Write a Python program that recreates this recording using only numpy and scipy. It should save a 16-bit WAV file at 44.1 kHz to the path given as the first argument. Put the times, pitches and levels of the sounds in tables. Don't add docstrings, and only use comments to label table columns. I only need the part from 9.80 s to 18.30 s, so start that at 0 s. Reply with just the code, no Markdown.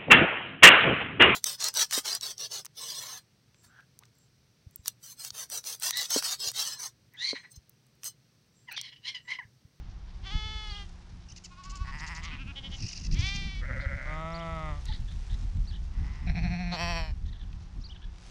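import sys
import numpy as np
from scipy import signal
from scipy.fft import rfft, irfft, next_fast_len
from scipy.io import wavfile
from scipy.ndimage import map_coordinates

SR = 44100
rng = np.random.default_rng(int(sys.argv[2]) if len(sys.argv) > 2 else 0)


def output_pcm(signal):
    pcm = np.clip(np.atleast_2d(signal).T, -1, 1) * 32767
    wavfile.write(sys.argv[1], SR, np.round(pcm).astype(np.int16))


N = 374850
TIME = np.arange(N) / SR

BLEATS = { "lamb": (.435, .71, 1.06, 434.5, .046, .088, -40, .04, 11, .04),
          "far lamb": (1.71, 1.93, 2.12, 374, .06, .032, -44.5, .45, 0, .01),
          "young ewe": (2.04, 2.32, 2.44, 165, .28, .06, -41.3, .2, 14, .05),
          "answering ewe": (2.415, 2.465, 2.6, 164, .06, .2, -43, .03, 60, .03),
          "low stutter": (2.5, 2.71, 2.73, 269, .125, .06, -45, .01, 10, .01),
          "high stutter": (2.75, 2.77, 2.97, 270, .06, .01, -41, .02, 20, .01),
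          "loud lamb": (3.345, 3.544, 3.83, 398.5, .125, .074, -34.2, .105, 42, .03),
          "hoarse ewe": (3.81, 4.06, 4.43, 136, .1, .06, -39.3, .08, 7, .11),
          "clear ewe": (4.25, 4.6, 5.0, 166.8, .105, .128, -40.6, .08, 0, .085),
          "far ewe": (6.12, 6.38, 6.48, 150, .23, .06, -57, .1, 0, .01),
          "near ewe, mouth shut": (6.45, 6.83, 6.95, 178, .12, 0, -39.5, .075, 7, .01),
          "near ewe, lips parting": (6.915, 6.935, 6.975, 179, 0, .12, -35.5, .012, 0, .02),
          "near ewe, mouth open": (6.952, 7.08, 7.32, 171.5, 0, .135, -32.6, .04, 12, .13)}


def amp(db):
    return 10 ** (np.asarray(db) / 20)


def unit(x):
    return x / np.sqrt(np.mean(x ** 2) + 1e-20)


def along(points, hz):
    f, v = np.transpose(points)
    return np.interp(np.log(hz + 1), np.log(f + 1), v)


def curves(rows, t):
    s, *cols = np.transpose(rows)
    return [np.interp(t, s, c) for c in cols]


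def wobble(rate_hz, size=N):
    knots = rng.standard_normal(int(size * rate_hz / SR) + 4)
    return map_coordinates(knots, [np.arange(size) * rate_hz / SR], mode="nearest")


def filtered(x, response):
    m = next_fast_len(len(x) + 8192)
    return irfft(rfft(x, m) * response(np.fft.rfftfreq(m, 1 / SR)), m)[:len(x)]


def noise(spectrum):
    return unit(filtered(rng.standard_normal(N), lambda hz: amp(along(spectrum, hz))))


def add(out, s, x):
    part = out[max(round(s * SR), 0):][:len(x)]
    part += x[:len(part)]


def wind(rumble_db=0.3, lumps_db=4.4, buffet_db=-2):
    # time_s, strength_db
    wind_strength = [(0.0, -34.0), (0.15, -42.0), (0.65, -35.0), (1.72, -53.0), (1.97, -39.0),
                     (3.03, -41.0), (3.16, -47.0), (3.3, -28), (3.65, -39.0), (3.75, -32.0), (4.6, -42.0),
                     (4.85, -35.0), (6.7, -31.0), (6.96, -43.0), (7.08, -31.0), (8.4, -45.0)]
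    # time_s, flutter_db
    flutter_share = [(.7, -17), (1.2, -10.5), (2.7, -8), (3.9, -9), (4.6, -14.5), (8.4, -15)]
    # middle_s, length_s, level_db
    flurries = [(3.04, .07, -36), (3.45, .3, -42.5), (6.6, .36, -43)]
    # time_s (half a cycle before the peak), peak_db (before buffet_db), pitch_hz
    buffets = [(2.009, -21, 55), (3.041, -21, 100), (3.327, -16.5, 40.7), (3.389, -11.5, 75.6),
               (3.434, -20.5, 72.7), (4.062, -18, 66), (6.493, -16.5, 53.3)]
    # freq_hz, level_db
    rumble_spectrum = [(10, -18), (35, 0.5), (80, -7), (120, -20.5), (400, -81)]
    # freq_hz, level_db
    flutter_spectrum = [(50, -52), (105, -3), (170, -6), (330, -25.5), (1200, -74)]

    strength_db, = curves(wind_strength, TIME)
    flutter_db, = curves(flutter_share, TIME)
    eddies = wobble(22)
    rumble = unit(noise(rumble_spectrum) * amp(0.53 * lumps_db * eddies))
    flutter = unit(noise(flutter_spectrum) * amp(lumps_db * eddies))
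    flurry = sum(amp(db) * np.exp(-(2 * (TIME - s) / length) ** 4) for s, length, db in flurries)
    out = amp(strength_db + rumble_db) * rumble
    out += (amp(strength_db + flutter_db) + flurry) * flutter
    for s, db, hz in buffets:
        turn = np.linspace(-1, 1, int(2 * SR / hz))
        thump = np.cos(2 * np.pi * turn) * np.cos(np.pi * turn / 2) ** 4
        add(out, s - .5 / hz, amp(db + buffet_db) * thump)
    return out


def valley(air_db=-61):
    # freq_hz, level_db
    hum_tones = [(176, -58.5), (350, -70.5)]
    # freq_hz, level_db
    air_spectrum = [(200, -2), (430, -9), (555, -12.5), (768, -5.5), (2400, -15), (5800, -18), (6850, -29),
                    (9000, -68)]

    out = np.zeros(N)
    for hz, db in hum_tones:
        level = amp(db + wobble(3))
        out += level * np.sin(2 * np.pi * np.cumsum(hz * (1 + 0.01204 * wobble(11))) / SR)
    return out + amp(air_db + 2.1 * wobble(4.134)) * noise(air_spectrum)


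def grass(grain_db=3, tick_t60_s=0.015, tick_db=-8):
    # time_s, level_db
    swish_level = [(0, -76), (.95, -59), (1.2, -68), (5.6, -59), (5.78, -63), (6.4, -67), (8.3, -70.5),
                   (8.45, -57)]
    # freq_hz, level_db
    swish_spectrum = [(1000, -2), (3500, -3), (6000, -4), (10000, -17), (13000, -45)]
    # start_s, peak_db (before tick_db), centre_hz
    ticks = [(5.0548, -29, 5880), (7.7294, -37, 3030)]

    swish = unit(noise(swish_spectrum) * amp(grain_db * wobble(500)))
    out = amp(curves(swish_level, TIME)[0]) * swish
    t = np.arange(SR // 20) / SR
    for s, db, centre in ticks:
        burst = rng.standard_normal(len(t)) * amp(-60 * t / tick_t60_s)
        snap = filtered(burst, lambda hz: 1 / (1 + ((hz - centre) / (0.34 * centre)) ** 2))
        add(out, s, amp(db + tick_db) * snap / np.abs(snap).max())
    return out


def rasp_notes(first_rasp_db=-2):
    # start_s, notes, spacing_s, length_s, level_db, pitch_hz, harshness (0-1)
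    rasp_runs = [(1.483, 1, 0, .049, -50, 2750, .3), (1.559, 2, .077, .032, -47.5, 2800, .85),
                 (1.833, 3, .059, .032, -49.5, 2800, .9), (2.177, 4, .084, .036, -47, 2750, .9),
                 (2.88, 1, 0, .42, -47.5, 2700, .6), (2.985, 1, 0, .135, -42, 2700, .35),
                 (3.122, 2, .04, .03, -45, 2650, .5), (3.232, 5, .076, .046, -43.5, 2600, .6),
                 (3.995, 1, 0, .069, -54, 2000, .6), (5.051, 1, 0, .13, -46, 1900, .5),
                 (5.271, 2, .22, .07, -55, 1800, .25), (5.9, 1, 0, .09, -55, 1750, .3),
                 (7.45, 3, .07, .06, -58.5, 1750, .35), (8.14, 2, .075, .04, -56, 1700, .3)]
    far_per_s, far_s, far_db, far_hz = 4, .05, -67, 2300

    notes = []
    for s, count, spacing, length, db, hz, harsh in rasp_runs:
        for k in range(round(count)):
            notes.append((s + k * spacing, length, db + first_rasp_db * (k == 0), hz, harsh))
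    for when, long, high in rng.random((int(far_per_s * N / SR), 3)):
        notes.append((when * N / SR, far_s * (.5 + long), far_db, far_hz * 2 ** ((high - .5) / 2), 1))
    return notes


def whistle_notes():
    # start_s, level_db
    whistles = [(.891, -47.5), (4.535, -50.5), (5.868, -54), (8.034, -51.5)]
    # delay_s, length_s, start_hz, middle_hz, end_hz, level_db (relative to the whistle)
    phrase = [(-.022, .022, 4800, 5350, 6000, -10), (0, .042, 3400, 4680, 3450, 0),
              (.051, .015, 4100, 5100, 6100, -8), (.06, .025, 2850, 3100, 3950, -2),
              (.081, .019, 3600, 3120, 2900, -2)]
    return [(s + delay, *note, db + note_db) for s, db in whistles for delay, *note, note_db in phrase]


def rasp(length, hz, harsh, unsteady=.025, wander=.05, overtone_db=(-8, 0, -24)):
    sweeps_per_s, sweep_fall = 75, .2
    size = int(length * SR)
    fall = np.cumsum(sweeps_per_s * (1 + .5 * wobble(150, size))) / SR % 1
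    drift = unsteady * wobble(600, size) + wander * wobble(120, size)
    pitch = hz * (1 + sweep_fall * (1 / 3 - fall ** 2) + drift)
    phase = 2 * np.pi * np.cumsum(pitch) / SR
    phase = phase + harsh * (np.sin(phase / 4) + .27 * wobble(2200, size))
    tone = sum(amp(level) * np.sin(k * phase) for k, level in enumerate(overtone_db, 1))
    swell = np.sqrt(np.sin(np.pi * fall)) * amp(3 * wobble(2 * sweeps_per_s, size))
    return unit(tone * swell) * signal.windows.tukey(size, .4)


def whistle(length, start, middle, end):
    size = int(length * SR)
    glide = np.polyfit([0, .5, 1], [start, middle, end], 2)
    pitch = np.polyval(glide, np.linspace(0, 1, size))
    phase = 2 * np.pi * np.cumsum(pitch * (1 + .015 * wobble(700, size))) / SR
    return unit(np.sin(phase) * signal.windows.tukey(size, .5))


def birds():
    out = np.zeros(N)
    for s, length, db, hz, harsh in rasp_notes():
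        add(out, s, amp(db) * rasp(length, hz, harsh))
    for s, length, start, middle, end, db in whistle_notes():
        add(out, s, amp(db) * whistle(length, start, middle, end))
    return out


def contour(name, t):
    # bleat name, time_s, pitch_drop_share
    catches = [("lamb", .438, .155), ("lamb", .49, .1), ("lamb", .935, .025), ("loud lamb", 3.352, .17),
               ("loud lamb", 3.407, .085), ("clear ewe", 4.935, .035), ("near ewe, mouth shut", 6.533, .2),
               ("near ewe, mouth shut", 6.895, .04), ("near ewe, mouth open", 6.975, .08)]
    arch = 1.5
    attack_db, release_db = 8, 16
    catch_s, catch_power = .024, 3

    start, summit, end, hz, rise, droop, db, attack, sag, release = BLEATS[name]
    before = np.interp(t, [start, summit], [1, 0])
    after = np.interp(t, [summit, end], [0, 1])
    catch = 1 - sum(drop * np.exp(-((t - s) / catch_s) ** 2) for who, s, drop in catches if who == name)
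    pitch = hz * (1 - rise * before ** arch - droop * after ** arch) * catch
    fade_in_db = np.interp(t, [start, start + attack], [attack_db, 0])
    fade_out_db = np.interp(t, [end - release, end], [0, release_db])
    sag_db = sag * np.maximum(t - start - attack, 0)
    return pitch, db - fade_in_db - fade_out_db - sag_db + catch_power * 20 * np.log10(catch)


def pulses(times, sizes, size):
    index = np.floor(times)[:, None] + np.arange(-7, 9)
    lag = index - times[:, None]
    shape = np.sinc(lag) * np.cos(np.pi * lag / 16) ** 2
    where = np.clip(index, 0, size - 1).astype(int)
    return np.bincount(where.ravel(), (sizes[:, None] * shape).ravel(), size)


def resonate(x, throat, size=4096):
    hz = np.fft.rfftfreq(size, 1 / SR)
    damping = along([(f, amp(-db / 2)) for f, db in throat], hz)
    treble_loss = 1 + (hz / throat[-1][0]) ** 8
    bass_loss = 1 + (90 / (hz + 1)) ** 2
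    gain = damping ** -2 / treble_loss / bass_loss
    cepstrum = irfft(np.log(np.maximum(gain, 3e-4)))
    fold = np.r_[1, np.full(size // 2 - 1, 2), np.zeros(size // 2)]
    round_trip, reflection = np.exp(-2j * np.pi * hz * .0009), .76
    spread = (reflection + round_trip) / (1 + reflection * round_trip)
    return signal.fftconvolve(x, irfft(spread * np.exp(rfft(cepstrum * fold))))[:len(x)]


def mouth(source, throat, shift, count=9):
    steps = np.linspace(shift.min() - .001, shift.max() + .001, count)
    out = np.zeros(len(source))
    for step, share in zip(steps, np.eye(count)):
        shape = resonate(source, [(hz * step, db) for hz, db in throat])
        out += np.interp(shift, steps, share) * shape
    return out


def bleat(name, throat, rough, crest=0, quaver_hz=13, quaver_db=0, bend=0, lead=0, gape=0, settle=0,
          follow=0, slide=0, ragged=0, waver=.003):
    slack, slack_db = .04, 12

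    start, _, end, summit_hz, *_ = BLEATS[name]
    t = np.arange(start - .01, end + .01, 1 / SR)
    pitch, level_db = contour(name, t)
    swing = 2 * np.pi * quaver_hz * (t - crest)
    quaver = np.cos(swing)
    depth = np.exp(-settle * (t - t[0]))
    effort_db = level_db - quaver_db * depth * (.5 - .5 * quaver) ** 2
    pitch = pitch * (1 + bend * depth * np.cos(swing + lead))
    unsettled = ragged * depth ** 2
    stumble = waver * wobble(45, len(t)) + .08 * unsettled * wobble(150, len(t))
    cycles = np.cumsum(pitch * (1 + stumble)) / SR
    closures = np.interp(np.arange(1, int(cycles[-1])), cycles, np.arange(len(t)))

    timing, strength = rng.standard_normal((len(closures), 2)).T
    rough = rough + unsettled
    uneven = rough[closures.astype(int)]
    jitter = .012 * uneven * SR / pitch.mean() * timing
    folds = pulses(closures + jitter, amp(5 * uneven * strength), len(t))
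    puffs = rng.standard_normal(len(t)) * np.exp(-4 * (cycles % 1))
    source = unit(folds) + rough * unit(puffs)

    jaw = 1 - slack * np.clip((level_db.max() - level_db) / slack_db, 0, 1)
    shift = jaw * np.exp(slide * (t - end)) * (pitch / summit_hz) ** follow * (1 + gape * depth * quaver)
    voice = mouth(source, throat, shift)
    carrying = np.std(filtered(voice, lambda hz: hz > 500))
    edges = np.clip(np.minimum(t - t[0], t[-1] - t) / .02, 0, 1)
    out = np.zeros(N)
    add(out, t[0], voice / carrying * edges * amp(effort_db))
    return out


def lambs():
    # freq_hz, level_db
    lamb_throat = [(430, -19), (870, -10), (1300, -9.5), (1750, -12.5), (2200, -6.5), (2600, -14),
                   (3000, -5), (3480, -1.5), (3900, -15), (4350, -10.5), (6300, -22), (9000, -40)]
    far_throat = [(740, -33), (1120, 2), (1500, -11), (1900, -23), (2550, -12), (3300, -20), (5500, -15)]
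    stutter_low_throat = [(270, -2), (550, -27), (1500, -3), (1900, -18), (2550, 4), (3300, -11),
                          (4000, -22), (5500, -19)]
    stutter_high_throat = [(800, -16), (1300, -27.5), (2100, -9), (2650, -15), (3050, 5), (3700, -8),
                           (4400, -20), (5500, -17)]
    loud_throat = [(400, -39), (790, -18), (1570, -17.5), (2350, 1), (2780, -10.5), (3480, -2), (3900, -12),
                   (4300, -9), (6200, -17), (7000, -29), (10000, -40.5)]
    clean, husky = .08, .2

    return (bleat("lamb", lamb_throat, clean, settle=9, ragged=.3, waver=.005)
            + bleat("far lamb", far_throat, clean, crest=2.095, quaver_hz=13.3, quaver_db=8, bend=.02)
            + bleat("low stutter", stutter_low_throat, husky, crest=2.612, quaver_hz=12.1, quaver_db=14,
                    bend=.05, follow=.3)
            + bleat("high stutter", stutter_high_throat, husky, crest=2.858, quaver_hz=12.2, quaver_db=20,
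                    bend=.022, follow=.3)
            + bleat("loud lamb", loud_throat, clean, crest=3.73, quaver_hz=15.5, bend=.002, settle=-4))


def ewes():
    # freq_hz, level_db
    young_throat = [(165, 5), (500, -22), (940, 2), (1550, -6), (2010, 8), (2250, -3), (2750, -6),
                    (4050, -22), (5250, -7), (6400, -27), (8600, -23)]
    answering_throat = [(600, -22), (1170, 0), (1550, -14), (2100, 3), (2500, -8), (3050, -5), (6000, -20)]
    hoarse_throat = [(260, 2), (420, -21), (595, 13), (800, -11), (1250, -9), (1440, 7), (1850, 2),
                     (2140, 12), (2420, -1), (2850, -17), (7000, -29)]
    clear_throat = [(160, 3), (460, -17), (670, 0), (850, -11.5), (1150, -7), (1300, 0), (1570, -24),
                    (2050, -8.5), (2800, -26), (3750, -23), (4200, -46), (6300, -44), (6950, -33),
                    (7500, -52)]
    closed_throat = [(190, 21.5), (350, -12), (520, -12), (730, 7), (1200, -16), (1680, -3), (2560, 4),
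                     (3150, -22), (4350, -1), (4900, -30), (5500, -12), (6000, -15), (6600, -40),
                     (11000, -42)]
    parting_throat = [(400, -10), (760, 4), (1400, -7), (3400, -12), (4500, 4), (5200, -15), (5900, -11)]
    open_throat = [(170, 5), (400, -13), (690, 4), (860, -2), (1030, 1), (1400, -12), (1920, -1),
                   (2250, -8), (2600, 3), (2830, -13), (3150, -3), (3600, -20), (4400, -5), (4800, -6),
                   (5050, -27), (5300, -8), (5750, -6), (6800, -42), (7500, -22), (9700, -40), (12500, -32)]
    clean, husky, hoarse = .11, .25, .34

    return (bleat("young ewe", young_throat, husky, crest=2.31, quaver_hz=12.5, quaver_db=5, bend=.045,
                  lead=-.4, gape=.01, slide=.1, waver=.02)
            + bleat("answering ewe", answering_throat, hoarse, follow=.3, waver=.025)
            + bleat("hoarse ewe", hoarse_throat, hoarse, crest=3.985, quaver_hz=13.4, quaver_db=9, bend=-.07,
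                    gape=-.065, slide=.12, settle=3.2, ragged=.1, waver=.025)
            + bleat("clear ewe", clear_throat, clean, follow=.15)
            + bleat("far ewe", young_throat, hoarse)
            + bleat("near ewe, mouth shut", closed_throat, clean, crest=6.574, quaver_hz=12.4, quaver_db=19,
                    bend=.13, lead=.6, gape=-.05, settle=4.6, ragged=1, waver=.006)
            + bleat("near ewe, lips parting", parting_throat, husky, slide=1.1)
            + bleat("near ewe, mouth open", open_throat, clean, crest=7.022, quaver_hz=12.5, quaver_db=2,
                    bend=.011, follow=.15))


def field(x, t60_s=.4):
    t = np.arange(SR // 2) / SR
    tail = rng.standard_normal(len(t)) * amp(-60 * t / t60_s)
    return signal.fftconvolve(x, tail / np.linalg.norm(tail))[:N]


def blip(s=5.085, length_s=.04, hz=870, db=-52):
    t = np.arange(int(length_s * SR)) / SR
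    out = np.zeros(N)
    add(out, s, amp(db) * unit(np.sin(2 * np.pi * hz * t) * np.hanning(len(t))))
    return out


def scene():
    flock, song = lambs() + ewes(), birds()
    scatter = field(amp(-19) * flock + amp(-14) * song)
    return (wind() + valley() + grass() + song + flock + scatter + blip())[None]


def record(dry, top_hz=13300):
    return np.array([filtered(x, lambda hz: hz < top_hz) for x in dry])


dry = scene()
out = record(dry)
output_pcm(out)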